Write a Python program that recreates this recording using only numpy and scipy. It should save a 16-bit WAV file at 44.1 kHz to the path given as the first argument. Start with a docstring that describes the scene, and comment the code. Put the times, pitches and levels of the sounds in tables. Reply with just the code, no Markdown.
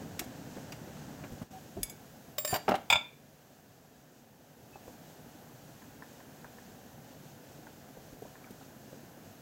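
"""Water boils in a canning pot in a small kitchen: bubbles, churning, hiss and rumble. A steel jar lifter
snaps off a jar; its rods ring, slide and thud on the worktop. One jar ticks, another clacks and bounces.
Then wet fruit segments are dropped and pressed into a jar close to the microphone: air pockets in the
pulp plop and juice squirts while the pot keeps boiling."""
import sys
import numpy as np
from scipy import signal
from scipy.fft import rfft, irfft, next_fast_len
from scipy.io import wavfile
from scipy.ndimage import map_coordinates

SR = 44100
rng = np.random.default_rng(int(sys.argv[2]) if len(sys.argv) > 2 else 0)


def file_out(sig):
    """Save sig as 16-bit WAV at sys.argv[1]."""
    # one column per channel
    cols = np.atleast_2d(sig).T
    # limit, then scale
    lim = np.clip(cols, -1, 1)
    pcm = np.round(lim * 32767).astype(np.int16)
    wavfile.write(sys.argv[1], SR, pcm)


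N = 414981
T = np.arange(SR // 2) / SR  # time within one event, s
SCENE_S = np.arange(N) / SR

# Loudness of the pot: time_s, level_db
BOIL_LEVEL = [(0.0, -49), (1.26, -49.5), (1.54, -53), (2.38, -55), (2.64, -54), (3.11, -59), (4.4, -60),
              (4.9, -54), (9.4, -54)]
# Hollow resonances of the pot: centre_hz, width_hz, lift_db
POT_RESONANCES = [(141.2, 45, 3), (228, 96, 6), (565, 170, 1), (733, 170, 3), (1637, 570, 5.5)]
# Spectra of the boil, from deep rolling to finest hiss: freq_hz, density_db
RUMBLE_SPECTRUM = [(20, -17.5), (50, -8), (90, 0), (200, 1.5), (290, 0), (450, -24), (1500, -71.5)]
BUBBLING_SPECTRUM = [(15, -58), (25, -17), (148, 0), (186, -6), (272, -4), (350, -7.5), (501, -5.5),
                     (584, -7.5), (778, -8.5), (1160, -17), (1490, -16.5), (2140, -20), (2400, -26),
                     (3120, -51.5), (5280, -120)]
HISS_SPECTRUM = [(1200, -25.5), (2000, -13.5), (2400, 2.5), (2900, 3.5), (3600, 1), (5200, 1), (6500, 3.5),
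                 (8000, -0.5), (9500, -9.5), (15800, -15)]
FIZZ_SPECTRUM = [(7000, -29.5), (9500, -8.5), (11500, -2), (15800, -0.5)]
# Big bubbles breaking: start_s, pitch_hz, level_db
GULPS = [(.015, 224, -34.5), (.212, 272, -34.5), (0.565, 270, -32), (.875, 325, -39), (1.082, 250, -39),
         (1.237, 415, -36), (1.319, 85, -33.5), (1.415, 175, -29.5)]
# Lifter letting go of the jar: start_s, level_db, tilt_db_per_octave, ring_db
SNAPS = [(0.1919, -25.5, -0.1, -44), (0.24, -47.5, 3, -60), (.721, -37.5, -3, -37)]
# Dry snap: freq_hz, density_db
SNAP_SPECTRUM = [(500, -15.5), (1200, -6.5), (2200, 0.5), (3500, -7.5), (5000, -8.5), (7500, -5),
                 (9500, -16), (11500, -5.5), (15500, -12)]
# Jar mouth: freq_hz, level_db, t60_s
MOUTH_MODES = [(2810, -5, 0.066), (4800, 4, 0.029), (5740, -1, 0.042)]
# Water spitting: start_s, pitch_hz, level_db
SPITS = [(.967, 1000, -44), (1.237, 1410, -40)]
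# Squirt of liquid: pitch_ratio, density_db
SQUELCH_SPECTRUM = [(.3, 4), (1, 1), (1.8, -1), (2.6, -20), (8, -28.5)]
# Brief dip in the pot's level: start_s, bottom_s, end_s
DIP = (1.432, 1.503, 1.513)
# Faint tones: start_s, pitch_hz, level_db, length_s
TONES = [(1.52, 755, -45.5, 0.07), (1.787, 44.7, -44, 0.081), (4.723, 2607, -59, 0.052)]
# Bumps on the worktop: start_s, level_db, tilt_db_per_octave, t60_s, bass_db
THUDS = [(1.768, -34, -11, 0.14, 2), (2.528, -23.5, -4.5, 0.09, -1), (2.541, -26, 4, 0.1, 0),
         (2.558, -31, 6, 0.07, 0), (2.6803, -15, -2, 0.04, -12), (2.6885, -16, -1, 0.05, -4),
         (2.6945, -22.5, -1.5, .05, 2), (2.71, -25.5, 3, .035, 2), (2.7185, -18, 0, 0.036, -6),
         (2.7408, -23.5, 1.5, 0.075, -1), (2.753, -31, 5, .05, 0)]
# Worktop contact: freq_hz, density_db
WORKTOP_SPECTRUM = [(35, -49.5), (120, -10.5), (400, -2.5), (500, -14), (700, 3.5), (1100, -12),
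                    (1600, -14), (2100, -20), (2800, -22.5), (4500, -34), (12000, -51.5)]
# Hollow worktop and lifter hinge: freq_hz, level_db, base_t60_s
WORKTOP_MODES = [(182, -9, .1), (300, -8, .08), (420, -7, 0.06), (599, -1, 0.055), (715, 3, 0.06),
                 (900, -6, .04)]
HINGE_MODES = [(1353, 2, 0.035), (2810, 0, 0.11), (3280, -3.5, .05)]
# Light ticks on a jar: start_s, level_db, t60_scale, click_db, stirred_hz
TICKS = [(1.831, -19.5, 0.21, -5, 10720), (1.897, -38, 0.45, 0, 7316)]
# Ticked jar: freq_hz, level_db, base_t60_s
RIM_MODES = [(2256, -12, .42), (3472, -1, .13), (4953, -1, .14), (6643, -6, .22), (7316, -4, .16),
             (7940, -2, .16), (10720, 0, .15), (13090, 2, .14), (15540, -3, .08)]
# Steel contacts: start_s, ring_db, relative_click_db, stirred_hz, stirred_hz
STEEL_HITS = [(2.382, -27.5, -29, 7526, 15095), (2.448, -30.5, -28, 7526, 15095),
              (2.475, -32, -35, 7133, 15095), (2.491, -33.5, -42, 7133, 9534),
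              (2.506, -36.5, -45, 7133, 15095), (2.54, -33, -32.5, 4694, 11994),
              (2.561, -40, -42, 13440, 13792), (2.689, -39.5, -35, 7526, 13792)]
# Lifter rods: freq_hz, level_db, t60_s
ROD_MODES = [(1787, -8, .45), (4694, -2.5, .38), (7133, -5.5, .45), (7526, 0, .38), (9534, 1, .25),
             (10040, -4, .18), (11251, -6, .24), (11994, 0, .19), (12898, -6, .24), (13440, 0, .14),
             (13792, -1, .18), (15095, 1, .15)]
# Lifter's jointed frame: freq_hz, level_db, base_t60_s
FRAME_MODES = [(597, 4.5, 0.073), (1110, -1.5, 0.06), (2480, -14.5, 0.13), (2958, -2, 0.035),
               (3730, -4.5, 0.06), (4950, 5, 0.028), (5360, 5.5, 0.032), (8130, -2, 0.042)]
# Lifter dragging: start_s, length_s, final_db
SLIDE = (2.485, 0.05, -41.5)
# Jar knocking and bouncing: start_s, level_db, tilt_db_per_octave, body_db, clack_t60_s, stirred_hz
JAR_HITS = [(2.9006, -16, 0.5, 0.5, 0.067, 3440), (2.9245, -13, -1, -3.5, .056, 2320),
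            (2.942, -24.5, -4, 1.5, .04, 1400), (2.9555, -20, -3.5, -2, .045, 3400)]
# Crowded, damped modes of glass on its support: freq_hz, density_db
CLACK_SPECTRUM = [(60, -31), (120, -10), (400, -30), (650, -3), (980, -1.5), (1170, -17.5), (1400, -5),
                  (2020, -20), (2300, 6), (2600, -5.5), (3080, -15), (3530, 1), (4200, -28), (4950, -9),
                  (5900, -30), (7250, -11.5), (9300, -30.5), (15500, -25)]
# Bouncing jar: freq_hz, level_db, base_t60_s
JAR_MODES = [(690, -17, .2), (937, -16, .14), (1376, -11, .15), (2283, -5.5, .23), (2360, -13, .15),
             (2416, -10, .17), (2457, -10, .17), (2647, -15, .16), (3369, -11, .16), (3490, -9, .22),
             (3527, -3.5, .32), (3565, -9, .24), (4953, -14, .16), (6675, -23, .16), (7200, -16, .12)]
# Fruit landing or pushed down: start_s, pitch_hz, level_db
PLOPS = [(4.757, 783, -36), (4.879, 493, -31.5), (7.97, 507, -36), (8.127, 276, -33.5), (8.221, 427, -30),
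         (8.252, 590, -35), (8.506, 225, -30.5), (8.928, 523, -38.5)]
# Segments squeezed or pulled apart: start_s, pitch_hz, level_db
SQUEEZES = [(5.819, 1010, -49), (6.022, 1013, -41.5), (6.203, 1040, -50.5), (6.444, 950, -41),
            (6.584, 1020, -48), (7.668, 895, -43), (8.354, 1000, -48), (8.442, 1300, -48.5),
            (8.472, 860, -48), (8.611, 800, -48.5)]
# Air pockets in one squeeze: delay_s, pitch_ratio, relative_db
POCKETS = [(0, 1, 2), (.001, 1.75, 2), (.007, 1.6, -4)]
# Room decay: freq_hz, t60_s
KITCHEN_DECAY = [(150, 0.22), (2500, 0.36), (8000, 0.24), (15000, 0.092)]


def amp(db):
    """Decibels to gain."""
    return 10 ** (np.asarray(db) / 20)


def unit(x):
    """Scale to rms 1."""
    return x / np.sqrt(np.mean(x ** 2) + 1e-20)


def along(points, hz):
    """Interpolate (freq_hz, value) points on a log axis."""
    freqs_hz, values = np.transpose(points)
    return np.interp(np.log(hz + 1), np.log(freqs_hz + 1), values)


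def fade(t, t60):
    """Free decay of a vibration."""
    return np.exp(-np.log(1000) * t / t60)


def wobble(knots_per_s):
    """Smooth random curve."""
    knots = rng.standard_normal(int(N * knots_per_s / SR) + 4)
    return map_coordinates(knots, [SCENE_S * knots_per_s])


def filtered(x, response):
    """Apply the gain response(hz)."""
    size = next_fast_len(len(x) + 8192)
    return irfft(rfft(x, size) * response(np.fft.rfftfreq(size, 1 / SR)), size)[:len(x)]


def add(track, start_s, sound):
    """Mix a sound into the track."""
    part = track[round(start_s * SR):][:len(sound)]
    part += sound[:len(part)]


def noise(spectrum, samples=N, tilt_db=0):
    """Shaped noise at rms 1, tilted by tilt_db per octave."""
    white = rng.standard_normal(samples)
    return unit(filtered(white, lambda hz: amp(along(spectrum, hz) + tilt_db * np.log2(hz + 20))))


def burst(spectrum, t60_s, rise_s, tilt_db=0):
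    """Crowded modes build up and die together; a harder contact tilts them upwards."""
    envelope = fade(T, t60_s) * (1 - np.exp(-T / rise_s))
    return unit(noise(spectrum, len(T), tilt_db) * envelope) * np.sqrt(np.mean(envelope ** 2))


def ring(modes, colour_db=np.zeros_like, t60_scale=1, scatter_db=0):
    """Clear decaying modes, weighted by the contact's colour_db(hz)."""
    hz, db, t60_s = np.transpose(modes)[:, :, None]
    gain = amp(db + colour_db(hz) + scatter_db * rng.standard_normal(hz.shape))
    waves = np.sin(2 * np.pi * (hz * T + rng.random(hz.shape))) * fade(T, t60_s * t60_scale)
    return (gain * waves).sum(0) / np.linalg.norm(gain) * (1 - np.exp(-T / 0.0008))


def stir_db(hz, stirred_hz, lift_db, width_hz=250):
    """The strike point favours some modes."""
    return lift_db * sum(np.exp(-((hz - centre_hz) / width_hz) ** 2) for centre_hz in stirred_hz)


def bubbles(count=2600, centre_hz=470, log_spread=0.77, cycles=13):
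    """Vapour bubbles at random times: short damped tones that rise in pitch."""
    when, size_rank = rng.random((count, 2)).T[:, :, None]
    hz = centre_hz * np.exp(log_spread * rng.standard_normal((count, 1)))
    t = T[:1500]
    age = t * hz / cycles
    glide = 1 + 0.07 * np.minimum(age, 1)
    gain = amp(-3 * np.log(0.014 + size_rank)) * np.sqrt(hz)
    envelope = fade(age, 0.93) * (1 - np.exp(-2 * hz * t))
    waves = gain * np.sin(2 * np.pi * hz * t * glide) * envelope
    indices = (when * N).astype(int) + np.arange(len(t))
    return unit(np.bincount(indices.ravel(), waves.ravel(), N)[:N])


def pot_colour(hz):
    """Gain of bubbling water heard through the hollow pot."""
    lift_db = sum(db / (1 + (2 * (hz - centre_hz) / width_hz) ** 2)
                  for centre_hz, width_hz, db in POT_RESONANCES)
    return amp(along(BUBBLING_SPECTRUM, hz) + lift_db)


def boil(steady_db=-54.5, surge_below_hz=450):
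    """Bubbles and surging water sound through the pot; fizz, hiss and rumble follow their level."""
    level_db = np.interp(SCENE_S, *np.transpose(BOIL_LEVEL))
    excess_db = level_db - steady_db
    pops = unit(filtered(bubbles(), pot_colour))
    churn = unit(filtered(rng.standard_normal(N), pot_colour))
    water = unit(churn + amp(-4) * pops)
    deep = filtered(water, lambda hz: 1 / (1 + (hz / surge_below_hz) ** 4))
    surge_db = (0.8 + 0.3 * np.maximum(excess_db, 0)) * wobble(22)
    body = (water - deep + deep * amp(surge_db)) * amp(level_db + 0.32)
    fizz, hiss, rumble = noise(FIZZ_SPECTRUM), noise(HISS_SPECTRUM), noise(RUMBLE_SPECTRUM)
    fizz *= amp(-62.5 + np.minimum(excess_db, 0))
    rumble *= amp(-69 + 3.1 * excess_db + 1.6 * wobble(14))
    hiss *= amp(-64 + 0.88 * excess_db + 0.82 * wobble(11))
    return body + fizz + rumble + hiss


def gulps():
    """A big bubble breaks and shakes the water around it."""
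    out = np.zeros(N)
    for start_s, hz, db in GULPS:
        bubble = np.sin(2 * np.pi * hz * T * (1 + 3 * T)) * fade(T, 0.039) * (1 - np.exp(-T / 0.002))
        slosh = burst([(hz / 5, -8), (hz, 0), (hz * 4, -16), (hz * 20, -40)], t60_s=0.085, rise_s=0.0062)
        add(out, start_s, amp(db) * (bubble + amp(-1) * slosh))
    return out


def lifter_snaps():
    """The lifter snaps off the jar, whose mouth rings."""
    out = np.zeros(N)
    for start_s, db, tilt_db, ring_db in SNAPS:
        mouth = ring(MOUTH_MODES, scatter_db=2)
        snap = burst(SNAP_SPECTRUM, t60_s=0.047, rise_s=0.0016, tilt_db=tilt_db)
        add(out, start_s, amp(ring_db) * mouth + amp(db) * snap)
    return out


def squelch(hz):
    """A short squirt of liquid."""
    return burst([(ratio * hz, db) for ratio, db in SQUELCH_SPECTRUM], t60_s=0.056, rise_s=0.0022)


def spits():
    """Water spits in the pot."""
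    out = np.zeros(N)
    for start_s, hz, db in SPITS:
        add(out, start_s, amp(db) * squelch(hz))
    return out


def level_dip():
    """A gain that drops at once, sinks further and recovers."""
    start_s, bottom_s, end_s = DIP
    return amp(np.interp(SCENE_S, [start_s, start_s + 0.004, bottom_s, end_s], [0, -3.5, -10, 0]))


def faint_tones():
    """Short tones swell and fade."""
    out = np.zeros(N)
    for start_s, hz, db, length_s in TONES:
        swell = np.sin(np.pi * np.minimum(T / length_s, 1))
        add(out, start_s, amp(db) * np.sin(2 * np.pi * hz * T) * swell)
    return out


def lifter_thuds(bass_below_hz=450):
    """The lifter bumps the hollow worktop and its hinge rattles; dull contacts hardly ring either."""
    out = np.zeros(N)
    for start_s, db, tilt_db, t60_s, bass_db in THUDS:
        weight_db = lambda hz: bass_db * (hz < bass_below_hz)
        spectrum = [(hz, density_db + weight_db(hz)) for hz, density_db in WORKTOP_SPECTRUM]
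        bump = burst(spectrum, t60_s, rise_s=0.0009, tilt_db=tilt_db)
        knock = ring(WORKTOP_MODES, weight_db, t60_scale=0.9, scatter_db=1.5)
        knock *= amp(0.5 + 2 * min(tilt_db, 0))
        rattle = amp(-20.5 + tilt_db) * ring(HINGE_MODES, t60_scale=0.88)
        add(out, start_s, amp(db) * (bump + knock + rattle))
    return out


def jar_ticks():
    """Light ticks stir a jar's high modes."""
    out = np.zeros(N)
    for start_s, db, t60_scale, click_db, stirred_hz in TICKS:
        ping = ring(RIM_MODES, lambda hz: stir_db(hz, [stirred_hz], lift_db=4.5), t60_scale, scatter_db=2)
        click = burst(SNAP_SPECTRUM, t60_s=0.03, rise_s=0.00075, tilt_db=5.7)
        add(out, start_s, amp(db) * (ping + amp(click_db) * click))
    return out


def lifter_clinks(rest_s=2.568, rest_db=-15):
    """The steel frame clicks; the rods ring until they come to rest and are damped."""
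    out = np.zeros(N)
    for start_s, ring_db, click_db, *stirred_hz in STEEL_HITS:
        rods = ring(ROD_MODES, lambda hz: stir_db(hz, stirred_hz, lift_db=12), scatter_db=3.5)
        damping = amp(np.interp(start_s + T, [rest_s, rest_s + 0.01], [0, rest_db])) * (start_s < rest_s)
        click = ring(FRAME_MODES, t60_scale=0.75, scatter_db=3)
        click += amp(-6) * burst(SNAP_SPECTRUM, t60_s=0.046, rise_s=0.0014, tilt_db=0.92)
        add(out, start_s, amp(ring_db) * rods * damping + amp(click_db + 5.5) * click)
    return out


def lifter_slide():
    """The lifter drags on the worktop with growing pressure."""
    out = np.zeros(N)
    start_s, length_s, final_db = SLIDE
    pressure = (T / length_s) * (T < length_s)
    friction = burst(WORKTOP_SPECTRUM, t60_s=np.inf, rise_s=0.001, tilt_db=8.6)
    add(out, start_s, amp(final_db) * pressure * friction)
    return out


def jar_bounce(body_below_hz=1200):
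    """Heavy blows stir a jar's low modes; a towel shortens the ring."""
    out = np.zeros(N)
    for start_s, db, tilt_db, body_db, t60_s, stirred_hz in JAR_HITS:
        colour_db = lambda hz: body_db * (hz < body_below_hz) + stir_db(hz, [stirred_hz], lift_db=4.5)
        tilted_db = lambda hz: colour_db(hz) + tilt_db * np.log2(hz)
        spectrum = [(hz, density_db + colour_db(hz)) for hz, density_db in CLACK_SPECTRUM]
        clack = burst(spectrum, t60_s, rise_s=0.0016, tilt_db=tilt_db)
        clink = ring(JAR_MODES, tilted_db, t60_scale=0.46, scatter_db=1.5)
        add(out, start_s, amp(db) * (amp(1) * clack + amp(-1.5) * clink))
    return out


def plop(hz, t60_s):
    """An air pocket in wet pulp rings briefly."""
    return np.sin(2 * np.pi * hz * T) * fade(T, t60_s) * (1 - np.exp(-2 * hz * T))


def fruit_drops(juice_db=-8.5):
    """A landing segment plops and squirts juice."""
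    out = np.zeros(N)
    for start_s, hz, db in PLOPS:
        add(out, start_s, amp(db) * (plop(hz, t60_s=0.024) + amp(juice_db) * squelch(hz)))
    return out


def fruit_squeezes(juice_db=-5):
    """A squeezed segment squelches and pops small air pockets."""
    out = np.zeros(N)
    for start_s, hz, db in SQUEEZES:
        add(out, start_s, amp(db + juice_db) * squelch(hz))
        for delay_s, ratio, pocket_db in POCKETS:
            add(out, start_s + delay_s, amp(db + pocket_db) * plop(ratio * hz, t60_s=0.02))
    return out


def kitchen_reverb(x, predelay_s=0.005):
    """The room's short tail; the top treble dies first."""
    hz, t, spectra = signal.stft(rng.standard_normal(len(T)), SR, nperseg=256)
    decay = fade(t, along(KITCHEN_DECAY, hz)[:, None])
    _, tail = signal.istft(spectra * decay, SR, nperseg=256)
    tail = np.pad(tail, (round(predelay_s * SR), 0))
    return signal.fftconvolve(x, tail / np.linalg.norm(tail))[:N]


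def scene():
    """Close handling noises in the room, over the boiling pot; mono."""
    jars = jar_ticks() + jar_bounce()
    lifter = lifter_snaps() + lifter_clinks() + lifter_slide() + lifter_thuds()
    near = jars + lifter + fruit_drops() + fruit_squeezes() + faint_tones()
    room = amp(-14) * kitchen_reverb(near)
    pot = level_dip() * (boil() + gulps() + spits())
    return (near + room + pot)[None]


def record(dry):
    """The microphone loses the deepest bass; the recorder cuts off the top treble."""
    low_cut_hz, top_hz = 27, 15850
    response = lambda hz: hz ** 2 / np.hypot(hz ** 2, low_cut_hz ** 2) * (hz < top_hz)
    return np.array([filtered(channel, response) for channel in dry])


dry = scene()
out = record(dry)
file_out(out)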